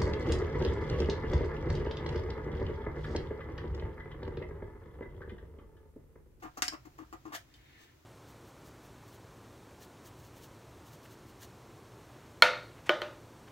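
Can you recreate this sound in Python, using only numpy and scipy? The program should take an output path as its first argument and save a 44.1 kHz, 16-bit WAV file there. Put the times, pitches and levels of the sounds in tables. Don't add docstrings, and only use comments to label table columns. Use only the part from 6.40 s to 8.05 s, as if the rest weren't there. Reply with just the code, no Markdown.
import sys
import numpy as np
from scipy import signal
from scipy.fft import rfft, irfft
from scipy.io import wavfile

SR = 44100
rng = np.random.default_rng(int(sys.argv[2]) if len(sys.argv) > 2 else 0)


def log_audio(samples):
    frames = np.atleast_2d(samples).T
    limited = np.clip(frames, -1, 1)
    pcm = np.round(limited * 32767).astype(np.int16)
    wavfile.write(sys.argv[1], SR, pcm)


N = 72765

# frequency_hz, gain_db
KNOCK_SPECTRUM = [(150, -29), (300, -7), (420, -13.5), (520, -4), (620, -7), (750, -5), (900, -4),
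                  (1100, -3.5), (1330, 0.5), (1550, -12.5), (2000, -12.5), (2800, -18), (3800, -30),
                  (9000, -46)]
# frequency_hz, gain_db
GRIT_SPECTRUM = [(500, 7.5), (2000, 4.5), (3000, -0.5), (3700, -3), (5000, 2.5), (7300, 5), (9500, -10.5),
                 (12000, -3), (15500, -2)]
# frequency_hz, gain_db
SNAG_SPECTRUM = [(100, -31), (320, 2.5), (430, -18), (600, -1.5), (780, -1), (1100, 4), (1650, 6),
                 (2500, 8), (4000, -1.5), (5300, 9), (6300, 0.5), (7500, 4), (9500, -10), (11500, -7.5),
                 (15500, -16.5)]


def strokes(rail, board):
    # start_s, rise_s, length_s, stutter_db, board_db, grit_db, judder_peak_fraction
    rubs = [(0.019, 0.0058, 0.064, -50.5, -47, -65, 0.47), (0.164, 0.016, 0.034, -51, -51, -54.5, 0.73),
            (0.31, 0.022, 0.044, -48, -48, -63, 0.62), (0.448, 0.0056, 0.032, -61, -50.5, -66.5, 0.55),
            (0.575, 0.0098, 0.065, -58, -47.5, -70, 0.57), (0.722, 0.011, 0.036, -55, -47.5, -67, 0.49),
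            (0.849, 0.0043, 0.07, -57, -46.5, -70, 0.26)]
    for start, rise, length, stutter_db, board_db, grit_db, judder_peak in rubs:
        t = times(length)
        add(rail, start, stutter(t, pressure(t, rise, release_db=-8), stutter_db))
        add(rail, start, grit(t, pressure(t, rise, release_db=-21), GRIT_SPECTRUM, grit_db))
        add(board, start, baseboard(t, board_db, judder_peak))


def pressure(t, rise_s, release_db):
    return np.minimum(t / rise_s, 1) ** 2 * amp(release_db * np.maximum(t - rise_s, 0) / (t[-1] - rise_s))


def stutter(t, force, db):
    slips = force * grains(len(t), per_s=1100, spread_db=3)
    return at_level(knock(slips), db, t)


def knock(slips, lift_hz=1000, lift_db=0):
    # pitch_hz, level_db, t60_s
    track_modes = [(735, -2, .08), (855, -6, .06), (968, -5, .06), (1055, -3, .05), (1168, -4, .04),
                   (1235, -2, .04), (1335, -4, .04)]
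    sound = amp(-15) * unit(signal.fftconvolve(slips, ringing(track_modes)))
    add(sound, 0, unit(colour(slips, KNOCK_SPECTRUM, lift_hz, lift_db)))
    return sound


def grit(t, force, spectrum, db):
    return at_level(colour(force * grains(len(t)), spectrum), db, t)


def baseboard(t, db, peak_fraction=0.4, mode_hz=323, decay_s=.003, flutter_db=4):
    skew = np.log(.5) / np.log(peak_fraction)
    push = np.pad(abs(np.sin(np.pi * (t / t[-1]) ** skew)), (0, SR // 16))
    push *= amp(flutter_db * wander(len(push)))
    swing = signal.lfilter([1], [1, -np.exp(-1 / (decay_s * SR))], push)
    cycles = np.cumsum(mode_hz * (1 + .085 * wander(len(push)))) / SR
    return at_level(swing * np.sin(2 * np.pi * cycles), db, t)


def catches(rail, snap_s=.004):
    # start_s, knock_db, pitch_hz, snap_db
    hard_slips = [(0.0343, -48, 1100, -36), (0.056, -27, 1270, -60), (0.067, -32, 1240, -60),
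                  (0.173, -20.5, 1240, -25.5), (0.452, -33.5, 1300, -57), (0.589, -21, 1120, -52),
                  (0.727, -21.5, 1200, -32.5), (0.7394, -27, 1070, -41), (0.855, -25.5, 1010, -57),
                  (0.921, -26, 1040, -46)]
    t = times(snap_s)
    for start, knock_db, hz, snap_db in hard_slips:
        sound = amp(knock_db) * knock(np.ones(1), hz, lift_db=10)
        snap = colour((1 - t / snap_s) * grains(len(t)), GRIT_SPECTRUM)
        add(sound, 0, amp(snap_db) * unit(snap))
        add(rail, start, sound)


def snags(rail, board):
    # start_s, level_db, lift_hz, lift_db, ring_db
    clicks = [(0.2216, 5, 1296, 8, -17.5), (0.2812, 0, 5050, 9, -23)]
    for row in clicks:
        click(rail, board, *row)
    t = times(.056)
    drag = grit(t, pressure(t, rise_s=.003, release_db=-18), SNAG_SPECTRUM, db=-43)
    add(rail, .223, drag)


def click(rail, board, start_s, db, lift_hz, lift_db, ring_db, rise_s=.0003, decay_s=.0011):
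    # pitch_hz, level_db, t60_s
    rail_modes = [(733, 0, .16), (1279, -3, .1), (1612, -1, .12), (1735, -6, .1), (2320, -3, .12),
                  (2571, -3, .1), (2820, -4, .1), (3108, -3, .12), (4580, -8, .1), (5110, -7, .08),
                  (5480, -6, .08), (6101, -7, .08), (7488, -9, .08)]
    t = times(.25)
    chatter = np.sign(rng.standard_normal(len(t))) * np.minimum(t / rise_s, 1) * np.exp(-t / decay_s)
    blow = amp(-3) * unit(chatter)
    blow[0] = 1
    sound = unit(colour(blow, SNAG_SPECTRUM, lift_hz, lift_db))
    add(sound, 0, amp(ring_db) * ringing(rail_modes))
    knock_db = -14.5 - lift_db / 2
    add(sound, 0, amp(knock_db) * unit(colour(np.ones(1), KNOCK_SPECTRUM)))
    add(rail, start_s, amp(db) * sound / 2)
    add(board, start_s, baseboard(times(.022), db - 57.5))


def swipe(rail, board, start_s=.921, peak_s=.033, length_s=.064):
    # frequency_hz, gain_db
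    swipe_spectrum = [(250, -25), (700, 5.5), (850, -20), (1020, -4), (1700, 6), (2200, 2.5), (2600, -6),
                      (3200, 1), (4500, -6), (7000, -5), (9500, -13.5), (14500, -11), (16000, -14.5)]
    t = times(length_s)
    speed = amp(np.interp(t, [0, peak_s, t[-1]], [-18.5, 0, -24.5]))
    scrape = colour(speed * grains(len(t), per_s=3000, spread_db=3), swipe_spectrum)
    add(rail, start_s, at_level(scrape, -46, t))
    t = times(.035)
    add(rail, start_s, stutter(t, force=1, db=-46.5))
    add(board, start_s, baseboard(t, db=-50.5))


def tick(rail, board, start_s=1.14):
    # pitch_hz, level_db, t60_s
    tick_modes = [(3050, -2, .09), (3300, -5, .07), (3620, 0, .07)]
    click(rail, board, start_s, db=-29, lift_hz=3400, lift_db=10, ring_db=-16)
    add(rail, start_s, amp(-35) * ringing(tick_modes))


def sympathetic_ring(rail):
    # pitch_hz, gain_db, t60_s
    resonances = [(733, 1, .17), (1050, -7, .08), (1614, -5, .1), (2320, -4, .13)]
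    t, rings = times(.25), 0
    for hz, db, t60 in resonances:
        decay = amp(-60 * t / t60)
        rings += 2 * amp(db) * decay / decay.sum() * np.cos(2 * np.pi * hz * t)
    return signal.fftconvolve(rail, rings)[:N]


def sleeve():
    # time_s, level_db
    slide_levels = [(1.08, -77.5), (1.16, -71.5), (1.23, -68.5), (1.33, -64.5), (1.44, -65.5),
                    (1.51, -71.5), (1.62, -98)]
    # frequency_hz, gain_db
    cloth_spectrum = [(300, -22), (800, -16), (1250, -11), (1750, 0), (2500, -2.5), (4000, -10),
                      (5000, -19), (8000, -29), (15000, -33)]
    # start_s, length_s, level_db
    brushes = [(1.143, 0.037, -71.5), (1.37, 0.099, -67)]
    # frequency_hz, gain_db
    brush_spectrum = [(1000, -1), (2500, -11), (4000, -6.5), (7500, -9), (9500, -19), (15500, -12.5)]
    t = np.arange(N) / SR
    fibres = colour(grains(N, per_s=8100), cloth_spectrum)[:N]
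    sound = at_level(fibres, np.interp(t, *np.transpose(slide_levels)), t) * (t > slide_levels[0][0])
    for start, length, db in brushes:
        t = times(length)
        add(sound, start, grit(t, np.sin(np.pi * t / length), brush_spectrum, db))
    return sound


def table_shudder(centre_hz=56, half_width_hz=13):
    # time_s, level_db
    shudder_levels = [(0, -60), (.24, -62), (.4, -71), (.8, -67), (1.1, -70), (1.35, -71), (1.65, -83)]
    hz, t = np.fft.rfftfreq(N, 1 / SR), np.arange(N) / SR
    noise = irfft(rfft(rng.standard_normal(N)) / (1 + ((hz - centre_hz) / half_width_hz) ** 2), N)
    return at_level(noise, np.interp(t, *np.transpose(shudder_levels)), t)


def room(x, echoes_per_s=2000, early_decay_s=.006, tail_rise_s=.0026):
    # frequency_hz, t60_s
    decay_times = [(200, .2), (1000, .18), (2500, .21), (6000, .205), (14000, .18)]
    t = times(.5)
    hz, when, spectra = signal.stft(rng.standard_normal((2, len(t))), SR, nperseg=256)
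    spectra *= amp(-60 * when / at_hz(decay_times, hz)[:, None])
    tail = signal.istft(spectra, SR, nperseg=256)[1][:, :len(t)] * np.minimum(t / tail_rise_s, 1)
    early = np.sign(rng.standard_normal(tail.shape)) * (rng.random(tail.shape) < echoes_per_s / SR)
    early *= np.exp(-t / early_decay_s) * (t > .001)
    echoes = amp(-5.5) * unit(tail) + amp(-2) * unit(early)
    return signal.fftconvolve(x[None], echoes, axes=1)[:, :N]


def room_tone(rumble_top_hz=211, level_db=-62):
    # frequency_hz, density_db
    tone_spectrum = [(20, -16), (35, -16), (55, -5), (82, 3), (105, -2), (135, 3), (185, -15), (240, -13),
                     (320, -7), (500, -18), (1000, -20.5), (2000, -23.5), (4000, -28), (7000, -29),
                     (9000, -38), (15500, -31.5)]
    # frequency_hz, correlation
    likeness = [(50, .95), (130, .9), (300, .6), (700, .1), (3000, 0)]
    # time_s, gain_db
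    rumble_levels = [(1.1, -1), (1.4, -5), (1.6, -6.5)]
    hz, t = np.fft.rfftfreq(N, 1 / SR), np.arange(N) / SR
    left, independent = rfft(rng.standard_normal((2, N)))
    alike = at_hz(likeness, hz)
    right = alike * left + np.sqrt(1 - alike ** 2) * independent
    spectra = np.array([left, right]) * amp(at_hz(tone_spectrum, hz))
    easing = amp(np.interp(t, *np.transpose(rumble_levels)))
    rumble = easing * irfft(spectra * (hz < rumble_top_hz), N)
    hiss = irfft(spectra * (hz >= rumble_top_hz), N)
    return at_level(rumble + hiss, level_db, t)


def microphone(x, right_db=-2.5, delay_s=.00029):
    delay = np.exp(-2j * np.pi * np.fft.rfftfreq(N, 1 / SR) * delay_s)
    return np.array([x, amp(right_db) * irfft(rfft(x) * delay, N)])


def grains(count, per_s=4200, spread_db=2.5):
    chance, size, sign = rng.random((3, N))[:, :count]
    size_db = -spread_db * np.log(np.maximum(size, np.exp(-2) / 2))
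    return (chance < per_s / SR) * amp(size_db) * np.sign(sign - .5)


def ringing(modes):
    t = times(.25)
    return unit(sum(amp(db - 60 * t / t60) * np.sin(2 * np.pi * (hz * t + rng.random()))
                    for hz, db, t60 in modes))


def wander(count, smooth_s=.0024):
    window = np.hanning(2 * round(smooth_s * SR) + 3)
    return signal.fftconvolve(rng.standard_normal(SR // 2), unit(window), "valid")[:count]


def colour(x, spectrum, lift_hz=1000, lift_db=0, lift_octaves=.33, size=2048):
    hz = abs(np.fft.fftfreq(size, 1 / SR))
    lift = lift_db * np.exp(-(np.log2((hz + 1) / lift_hz) / lift_octaves) ** 2)
    log_gain = np.log(amp(at_hz(spectrum, hz) + lift))
    impulse = np.fft.ifft(np.exp(np.conj(signal.hilbert(log_gain)))).real
    return signal.fftconvolve(x, impulse[:size // 2])


def at_hz(points, hz):
    frequencies, values = np.transpose(points)
    return np.interp(np.log(hz + 1), np.log(frequencies), values)


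def times(length_s):
    return np.arange(0, length_s, 1 / SR)


def amp(db):
    return 10 ** (np.asarray(db) / 20)


def unit(x):
    return x / np.sqrt(np.sum(x ** 2, -1, keepdims=True) + 1e-20)


def at_level(x, db, t):
    return amp(db) * np.sqrt(len(t)) * unit(x)


def add(mix, start_s, sound):
    part = mix[round(start_s * SR):][:len(sound)]
    part += sound[:len(part)]


def scene():
    rail, board = np.zeros((2, N))
    strokes(rail, board)
    catches(rail)
    snags(rail, board)
    swipe(rail, board)
    tick(rail, board)
    rail += sympathetic_ring(rail)
    cloth = sleeve()
    direct = microphone(rail) + microphone(board, right_db=-14) + microphone(cloth, delay_s=.0005)
    return direct + room(rail + cloth + amp(-16) * board) + table_shudder() + room_tone()


def record(dry):
    lowpass = signal.firwin(511, 15950, window=("kaiser", 9), fs=SR)
    return signal.oaconvolve(dry, lowpass[None], "same")


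dry = scene()
out = record(dry)
log_audio(out)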